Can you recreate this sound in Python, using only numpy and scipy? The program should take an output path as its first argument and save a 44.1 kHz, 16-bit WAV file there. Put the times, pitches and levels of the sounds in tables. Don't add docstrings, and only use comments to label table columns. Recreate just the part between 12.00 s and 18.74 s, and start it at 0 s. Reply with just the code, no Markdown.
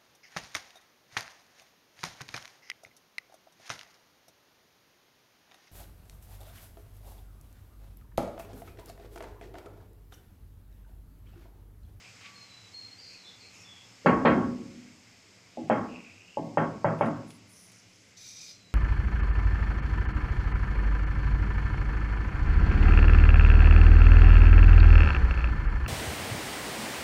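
import sys
import numpy as np
from scipy import signal
from scipy.fft import rfft, irfft, next_fast_len
from scipy.io import wavfile

SR = 44100
rng = np.random.default_rng(int(sys.argv[2]) if len(sys.argv) > 2 else 0)


def natural_amplitude(level_db):
    exponent = np.asarray(level_db, float) / 20
    return 10 ** exponent


def materialize(psi):
    bounded = np.clip(np.atleast_2d(psi).T, -1, 1)
    quanta = np.round(bounded * 32767).astype(np.int16)
    wavfile.write(sys.argv[1], SR, quanta)


N = 297234


def rms_one(x):
    return x / np.sqrt(np.mean(x ** 2) + 1e-20)


def at_hz(points, hz):
    table = np.array(points)
    return np.interp(np.log(hz), np.log(table[:, 0]), table[:, 1])


def band(x, low_hz, high_hz):
    edges = [low_hz, min(high_hz, .45 * SR)]
    return signal.sosfilt(signal.butter(2, edges, "band", fs=SR, output="sos"), x)


def drift(rate, size):
    knots = rng.standard_normal(int(size / SR * rate) + 2)
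    return np.interp(np.arange(size) / SR * rate, np.arange(len(knots)), knots)


def ring(t, hz, t60, phase=0):
    return np.sin(2 * np.pi * hz * t + phase) * natural_amplitude(-60 * t / t60)


def add(out, s, x):
    i = round(s * SR)
    out[i:i + len(x)] += x[:len(out) - i]


# start in seconds, peak in dB, hardness as top Hz, tail in dB, blade in dB.
EDGE_HITS = [
    (2.046, -22, 507, -14, -40),
    (2.059, -7, 3020, -6, -18.5),
    (2.250, -9, 4500, -3.5, -15),
]
# frequency in Hz, level in dB, t60 in seconds.
EDGE_WALL_MODES = [(114.2, -18, 0.93), (168.8, -9, 0.33), (195.6, -29, 0.82), (245.2, -13.5, 1.1),
                   (294.2, -14.5, .9), (361.3, -14.5, 0.855), (458.5, -20, 0.77), (542, -23, 0.88),
                   (583, -27, 0.33), (684, -36.5, 0.6), (844, -29, 0.61)]


def edge_blows():
    return strike(EDGE_HITS, EDGE_WALL_MODES, modes_db=1.0, knock_hz=808, under_db=-3.0,
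                  bright_db=6.5, full_boom_db=-0.4, boom_lasts=1.406)


# start in seconds, peak in dB, hardness as top Hz, tail in dB, blade in dB.
FACE_TAPS = [
    (4.370, -14, 952, -13.5, -35),
    (4.572, -8, 3250, -11, -25),
    (4.844, -8.5, 2800, -11, -30.5),
    (5.009, -7.5, 3440, -12, -29),
]
# frequency in Hz, level in dB, t60 in seconds.
FACE_WALL_MODES = [(112.82, -9, 0.94), (159.8, -1, 0.62), (292, -6.5, 0.54), (366, -18, 0.61),
                   (555, -3, 0.49), (656, -6, 0.56), (847, 1, 0.203), (915, -20, 0.79), (1037, -5.5, 0.21)]


def face_taps():
    return strike(FACE_TAPS, FACE_WALL_MODES, modes_db=-8.0, knock_hz=842.0, under_db=-6.0,
                  bright_db=1.0, full_boom_db=-1.0, boom_lasts=0.987)


# start in seconds, peak in dB, hardness as top Hz, tail in dB, blade in dB.
LOW_TAPS = [
    (3.571, -21.5, 820, -12, -45),
    (3.698, -6, 3340, -11, -27.5),
    (5.315, -52, 320, -10.5, -42),
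]
# frequency in Hz, level in dB, t60 in seconds.
LOW_WALL_MODES = [(111.5, -8.5, 0.42), (162.5, -6, 0.52), (244.3, 0.5, 0.65), (323.95, 1, 0.55),
                  (520, 2, 0.2), (616, -1, 0.252), (798, -5.5, 0.45), (837, 1, 0.33)]


def low_face_taps():
    return strike(LOW_TAPS, LOW_WALL_MODES, modes_db=-10.0, knock_hz=674.0, under_db=-30.5,
                  bright_db=-1.0, full_boom_db=-1.1, boom_lasts=0.97)


# frequency in Hz, level in dB, t60 in seconds.
BLADE_MODES = [(1096, -5.5, 0.5), (1107, 2, 0.58), (1590, -10.5, 0.26), (1808, -10, 0.26),
               (2110, -11.5, 0.36), (3220, -16, 0.27)]
# frequency in Hz, width in Hz, level in dB.
TILE_PLATE_MODES = [(1343, 100, -7), (1590, 50, -9), (1845, 64, -5), (2203, 80, 1.5), (2640, 90, -4.5),
                    (2824, 75, -4), (3170, 70, 5.5)]
FULL_BLOW_DB, BOOM_PER_SOFT_DB = -11, 0.3518


def strike(hits, modes, modes_db, knock_hz, under_db, bright_db, full_boom_db, boom_lasts):
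    out, t = np.zeros(N), np.arange(round(.95 * SR)) / SR
    for s, peak_db, top_hz, tail_db, blade_db in hits:
        boom_db = full_boom_db + BOOM_PER_SOFT_DB * (FULL_BLOW_DB - peak_db)
        knock = ring(t, knock_hz, 0.015) + natural_amplitude(under_db) * ring(t, knock_hz * 0.7018, 0.041)
        knock = -knock * (1 - np.exp(-(t / 0.00053) ** 2))

        wall = 0
        for hz, db, t60 in modes:
            chance, phase = rng.standard_normal(2)
            mode_db = db + 1.5 * chance + 4.7 * drift(22, len(t)) + boom_db * (hz < 400)
            wall = wall + natural_amplitude(mode_db) * ring(t, hz, t60, 3 * phase)
        wall = natural_amplitude(modes_db) * wall * (1 - np.exp(-(t / 0.0058) ** 2))

        blade = sum(natural_amplitude(db + 2.6 * drift(25, len(t))) * ring(t, hz, t60) for hz, db, t60 in BLADE_MODES)
        blade = blade * (1 - np.exp(-t / 0.014))

        diffuse = room_tail(t, boom_db, bright_db, boom_lasts)
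        tail = diffuse
        for hz, width, db in TILE_PLATE_MODES:
            plate = band(diffuse, hz - width / 2, hz + width / 2)
            tail = tail + natural_amplitude(db + 1.2 * rng.standard_normal()) * plate

        blow = natural_amplitude(1.0) * knock + natural_amplitude(tail_db) * (tail + wall)
        soft = np.exp(-2 * np.pi * 1.4 * top_hz / SR)
        blow = signal.lfilter([1 - soft], [1, -soft], blow)
        blow = signal.sosfilt(signal.butter(8, top_hz, fs=SR, output="sos"), blow)
        add(out, s + 0.00049, natural_amplitude(peak_db) * (blow + natural_amplitude(blade_db) * blade))
    return out


# frequency in Hz, level in dB per Hz.
TAIL_COLOUR = [(18, -52), (30, -13.5), (60, -16), (146, -3.5), (229, 4), (417, -6.5), (540, -1.5),
               (811, -6), (902, -6), (1090, -13), (1220, -9), (2120, -18), (5000, -48), (6500, -76),
               (11000, -120)]
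# frequency in Hz, t60 in seconds.
ROOM_DECAY = [(60, 0.69), (250, 0.74), (550, 0.53), (1200, 0.58), (2500, 0.25), (5000, 0.27)]


def room_tail(t, boom_db, bright_db, boom_lasts):
    edges = 40 * 2 ** np.arange(0, 7.2, 1 / 3)
    white, out = rng.standard_normal((2, len(t))), 0
    for k, (low, high) in enumerate(zip(edges, edges[1:])):
        hz = np.sqrt(low * high)
        tilt_db = at_hz([(300, boom_db), (500, 0.0044), (1000, 0.007), (2500, bright_db)], hz)
        colour_db = at_hz(TAIL_COLOUR, hz) + tilt_db
        rise = 1 - np.exp(-(t / (0.00067 + 3.7 / hz)) ** 2)
        t60 = at_hz(ROOM_DECAY, hz) * at_hz([(330, boom_lasts), (480, 0.96)], hz)
        level_db = colour_db + 2.08 * drift(13.75, len(t)) - 60 * t / t60
        out = out + natural_amplitude(level_db) * rise * band(white[k % 2], low, high)
    return natural_amplitude(12.5) * out


# start in seconds, level in dB, frequency in Hz, t60 in seconds.
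BLADE_RASPS = [
    (2.060, -41.5, 4500, 0.23),
    (2.061, -48, 3950, 0.16),
    (2.060, -52.5, 6730, 0.284),
    (2.251, -44.5, 4220, 0.25),
    (6.268, -54, 13300, .03),
]


def steel_rasp():
    out, t = np.zeros(N), np.arange(round(.95 * SR) // 3) / SR
    for s, level_db, hz, t60 in BLADE_RASPS:
        rasp = rms_one(band(rng.standard_normal(len(t)), hz * .95, hz * 1.05))
        add(out, s, natural_amplitude(level_db - 7.0 - 60 * t / t60) * rasp)
    return out


# time in seconds, level in dB.
FINGER_PRESSURE = [
    (6.166, -63),
    (6.172, -52.5),
    (6.27, -46),
    (6.32, -47.5),
    (6.345, -50),
    (6.42, -46.5),
    (6.5, -49),
    (6.6, -68),
    (6.62, -67.5),
]
# frequency in Hz, width in Hz, level in dB.
GLAZE_MODES = [(2380, 140, -3.5), (3900, 330, -3.5), (4500, 300, -1.5), (4970, 560, -1), (5770, 510, 3),
               (6070, 190, -1), (7060, 320, -7), (8040, 330, -13)]
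# frequency in Hz, width in Hz, level in dB.
NAIL_HIGHS = [(9600, 360, -3), (10940, 500, -0.5), (13500, 4000, -2)]
NAIL_DB, NAIL_FOLLOWS = -69, 1.1


def finger_rub(grain_db, skirt_db):
    out, (s, db) = np.zeros(N), np.transpose(FINGER_PRESSURE)
    t = np.arange(s[0], s[-1], 1 / SR)
    level_db = np.interp(t, s, db)
    slips = rng.standard_normal(len(t)) * natural_amplitude(grain_db * drift(153.0, len(t)))
    glaze, nail = 0, 0
    for hz, width, mode_db in GLAZE_MODES:
        mode = band(slips, hz - width / 2, hz + width / 2)
        glaze = glaze + natural_amplitude(mode_db + 2.4 * drift(25.0, len(t))) * mode
    skirt = rms_one(band(band(slips, 3100, 7400), 3400, 7600))
    body = rms_one(rms_one(glaze) + natural_amplitude(skirt_db) * skirt)
    for hz, width, high_db in NAIL_HIGHS:
        high = rms_one(band(slips, hz - width / 2, hz + width / 2))
        nail = nail + natural_amplitude(high_db + 1.9 * drift(21, len(t))) * high
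    nail_db = NAIL_DB + NAIL_FOLLOWS * (level_db - level_db.max())
    add(out, t[0], natural_amplitude(level_db) * body + natural_amplitude(nail_db) * nail)
    return out


# start in seconds, peak in dB, pitch in Hz.
GRIT_TICKS = [
    (0.2106, -33, 2260),
    (3.6859, -38.5, 1620),
    (4.99, -36, 1500),
    (4.9937, -45, 1550),
    (5.06, -32.5, 1590),
    (5.1743, -55, 10000),
    (5.3045, -33.5, 3900),
    (5.7173, -39, 5000),
    (6.2693, -40, 4710),
]
# start in seconds, frequency in Hz, t60 in seconds.
FAR_TOOL = (.24, 1147, .9)


def ticks():
    out, t = np.zeros(N), np.arange(SR) / SR
    for s, peak_db, hz in GRIT_TICKS:
        burst = rms_one(band(rng.standard_normal(2000), hz / 3.0, hz * 1.86))
        add(out, s, natural_amplitude(peak_db - 15.0 - 60 * t[:2000] / 0.049) * burst)
    s, hz, t60 = FAR_TOOL
    add(out, s, natural_amplitude(-53.5) * ring(t, hz, t60) * (1 - np.exp(-t / 0.0124)))
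    return out


def stroke(row, shape):
    s, length, level_db, first_hz, last_hz = row
    attack, release, sag_db = shape
    t = np.arange(0, length, 1 / SR)
    rise = t / min(attack, length / 3)
    fall = (length - t) / min(release, length / 2)
    edge = np.clip(np.minimum(rise, fall), 0, 1)
    gain = natural_amplitude(level_db - sag_db * t / length) * np.sin(np.pi / 2 * edge) ** 2
    return gain, first_hz + (last_hz - first_hz) * t / length


# start in seconds, length in seconds, level in dB, first Hz, last Hz.
SLEEVE_SLIDES = [(4.965, 0.074, -72, 9700, 9600), (5.045, .055, -66.5, 9300, 9600),
                 (5.25, 0.16, -64.5, 9800, 9900), (5.46, .26, -61, 9860, 9700),
                 (5.62, .22, -69, 9600, 9400), (5.85, .3, -78, 10000, 10000)]
SCUFF_SLIDES = [(0.0, .14, -56, 2520, 2520), (1.07, 0.174, -60, 2520, 2502), (1.38, .34, -60, 2400, 2606),
                (3.86, 0.31, -53.5, 2700, 2410), (4.1, .32, -57.5, 2435, 2920),
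                (6.36, .16, -66, 2430, 2600)]
RUSTLE_SLIDES = [(.205, .125, -53.5, 2347, 2347), (5.29, 0.089, -76, 2300, 2380)]
HIGH_RUSTLE_SLIDES = [(1.03, 0.167, -64, 6100, 6460), (1.5, 0.18, -60, 6520, 6480),
                      (5.5, .36, -61, 5820, 5860), (5.8, .36, -67.5, 5860, 5980)]
# attack in seconds, release in seconds, sag over the stroke in dB.
SLIDE_ENVELOPE = (0.066, 0.064, 2.2)


def sliding(gestures, width, skirt_db, grain_db, spread):
    out = np.zeros(N)
    for row in gestures:
        gain, hz = stroke(row, SLIDE_ENVELOPE)
        centre = hz.mean()
        narrow, white = rng.standard_normal((2, len(hz)))
        narrow = signal.sosfilt(signal.butter(2, width * centre / 2, fs=SR, output="sos"), narrow)
        core = rms_one(narrow * np.sin(2 * np.pi * np.cumsum(hz) / SR))
        skirt = band(white, centre / spread, centre * spread)
        skirt = rms_one(band(skirt, centre / spread, centre * spread))
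        grain = natural_amplitude(grain_db * drift(90, len(hz)))
        add(out, row[0], gain * grain * (core + natural_amplitude(skirt_db) * skirt))
    return out


# start in seconds, length in seconds, level in dB, first Hz, last Hz.
MIDDLE_BIRD_NOTES = [(0.331, 0.21, -56.5, 4290, 4100), (0.487, 0.23, -53.5, 4007, 3950),
                     (0.724, 0.26, -48.5, 4264, 4216), (0.993, 0.18, -57, 4320, 4150),
                     (6.47, .3, -63, 4217, 3824)]
HIGH_BIRD_NOTES = [(0.971, .22, -53.5, 4760, 4540), (1.08, .26, -54.5, 4470, 3950),
                   (1.19, .09, -54, 4170, 3610), (1.38, .14, -54.5, 4380, 4200)]
LOW_BIRD_NOTES = [(1.24, .13, -53.5, 3544, 3480), (1.64, .23, -54.5, 3444, 3350)]
TOP_BIRD_NOTES = [(1.0, 0.34, -65, 5500, 5370), (1.54, .16, -57, 5360, 5360), (1.86, 0.13, -65, 5260, 5350)]
TRILL_SPREAD = [44.4, 172, 100, 150]
# attack in seconds, release in seconds, sag over the note in dB.
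NOTE_ENVELOPE = (0.02, 0.059, 6)


def birds(echo_s, direct_db):
    out = np.zeros(N)
    singers = [MIDDLE_BIRD_NOTES, HIGH_BIRD_NOTES, LOW_BIRD_NOTES, TOP_BIRD_NOTES]
    for notes, spread_hz in zip(singers, TRILL_SPREAD):
        for row in notes:
            gain, hz = stroke(row, NOTE_ENVELOPE)
            trilled_hz = hz + spread_hz * drift(260, len(hz))
            whistle = np.sin(2 * np.pi * np.cumsum(trilled_hz) / SR)
            add(out, row[0], gain * natural_amplitude(2.08 * drift(35, len(hz))) * whistle)
    t = np.arange(SR // 2) / SR
    echoes = rng.standard_normal(len(t)) * natural_amplitude(-60 * t / echo_s)
    echoed = signal.fftconvolve(out, echoes / np.linalg.norm(echoes))[:N]
    return natural_amplitude(direct_db) * out + natural_amplitude(2.5) * echoed


# time in seconds, level in dB.
STREET_SWING = [(0, 2.5), (.8, 0.5), (2.0, 1), (3.5, -1), (5.4, -2), (6.74, -2.5)]
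# frequency in Hz, level in dB per Hz.
RUMBLE_COLOUR = [(15, -54.5), (25, -12.5), (54, -23.5), (107, 1), (124, -3), (139, -16.5), (184, -2),
                 (226, -11), (271, -8), (325, -12.5), (700, -17), (910, -47.5), (1540, -120)]
MURMUR_COLOUR = [(290, -30), (500, -7.5), (672, -21), (696, -8.5), (952, -9), (1230, -8.5), (1810, -8),
                 (2100, -2), (4000, -12), (5200, -40.5), (8800, -120)]
HISS_COLOUR = [(2060, -39.5), (3500, -27.5), (3840, -9), (4770, 1.5), (4920, -1), (5160, 4), (5700, -3),
               (6370, -1), (7710, -4.5), (9640, -20), (13400, -22.5), (15300, -26.5)]
# level in dB, share of the street's swing.
LAYER_LEVELS = [(-62, 0.28), (-60.5, 1.4), (-61.5, 1.14)]


def room_tone(patchy_db):
    street_db = np.interp(np.arange(N) / SR, *np.transpose(STREET_SWING))
    size = next_fast_len(N)
    hz, edges = np.arange(size // 2 + 1) * SR / size + 1, 20 * 2 ** np.arange(11)
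    colours, out = [RUMBLE_COLOUR, MURMUR_COLOUR, HISS_COLOUR], 0
    for colour, (level_db, share), depth_db in zip(colours, LAYER_LEVELS, patchy_db):
        spectrum = rfft(rng.standard_normal(size)) * natural_amplitude(at_hz(colour, hz))
        layer = np.zeros(N)
        for low, high in zip(edges, edges[1:]):
            if colour[0][0] < high and low < colour[-1][0]:
                octave = irfft(spectrum * (hz >= low) * (hz < high), size)[:N]
                layer += natural_amplitude(depth_db * drift(9, N)) * octave
        out = out + natural_amplitude(level_db + share * street_db) * rms_one(layer)
    return out


def scene():
    trowel = edge_blows() + face_taps() + low_face_taps() + steel_rasp()
    hands = finger_rub(grain_db=1.0, skirt_db=-9.5)
    hands += sliding(SLEEVE_SLIDES, width=0.13, skirt_db=-8, grain_db=1.2, spread=1.6)
    hands += sliding(SCUFF_SLIDES, width=0.14, skirt_db=-26.5, grain_db=1.5, spread=1.02)
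    cloth = sliding(RUSTLE_SLIDES, width=0.34, skirt_db=-0.7, grain_db=2.98, spread=2.3)
    cloth += sliding(HIGH_RUSTLE_SLIDES, width=0.21, skirt_db=-12, grain_db=2.41, spread=2.07)
    outside = birds(echo_s=0.3, direct_db=-0.5) + room_tone(patchy_db=(1.5, 1.2, .4))
    return (trowel + hands + cloth + ticks() + outside)[None]


def top_cut(x):
    return signal.sosfilt(signal.butter(12, 15460, fs=SR, output="sos"), x)


def record(dry):
    low_pass = signal.cheby2(14, 50, 15850, fs=SR, output="sos")
    mix = signal.sosfilt(low_pass, dry)
    return top_cut(mix)


dry = scene()
out = record(dry)
materialize(out)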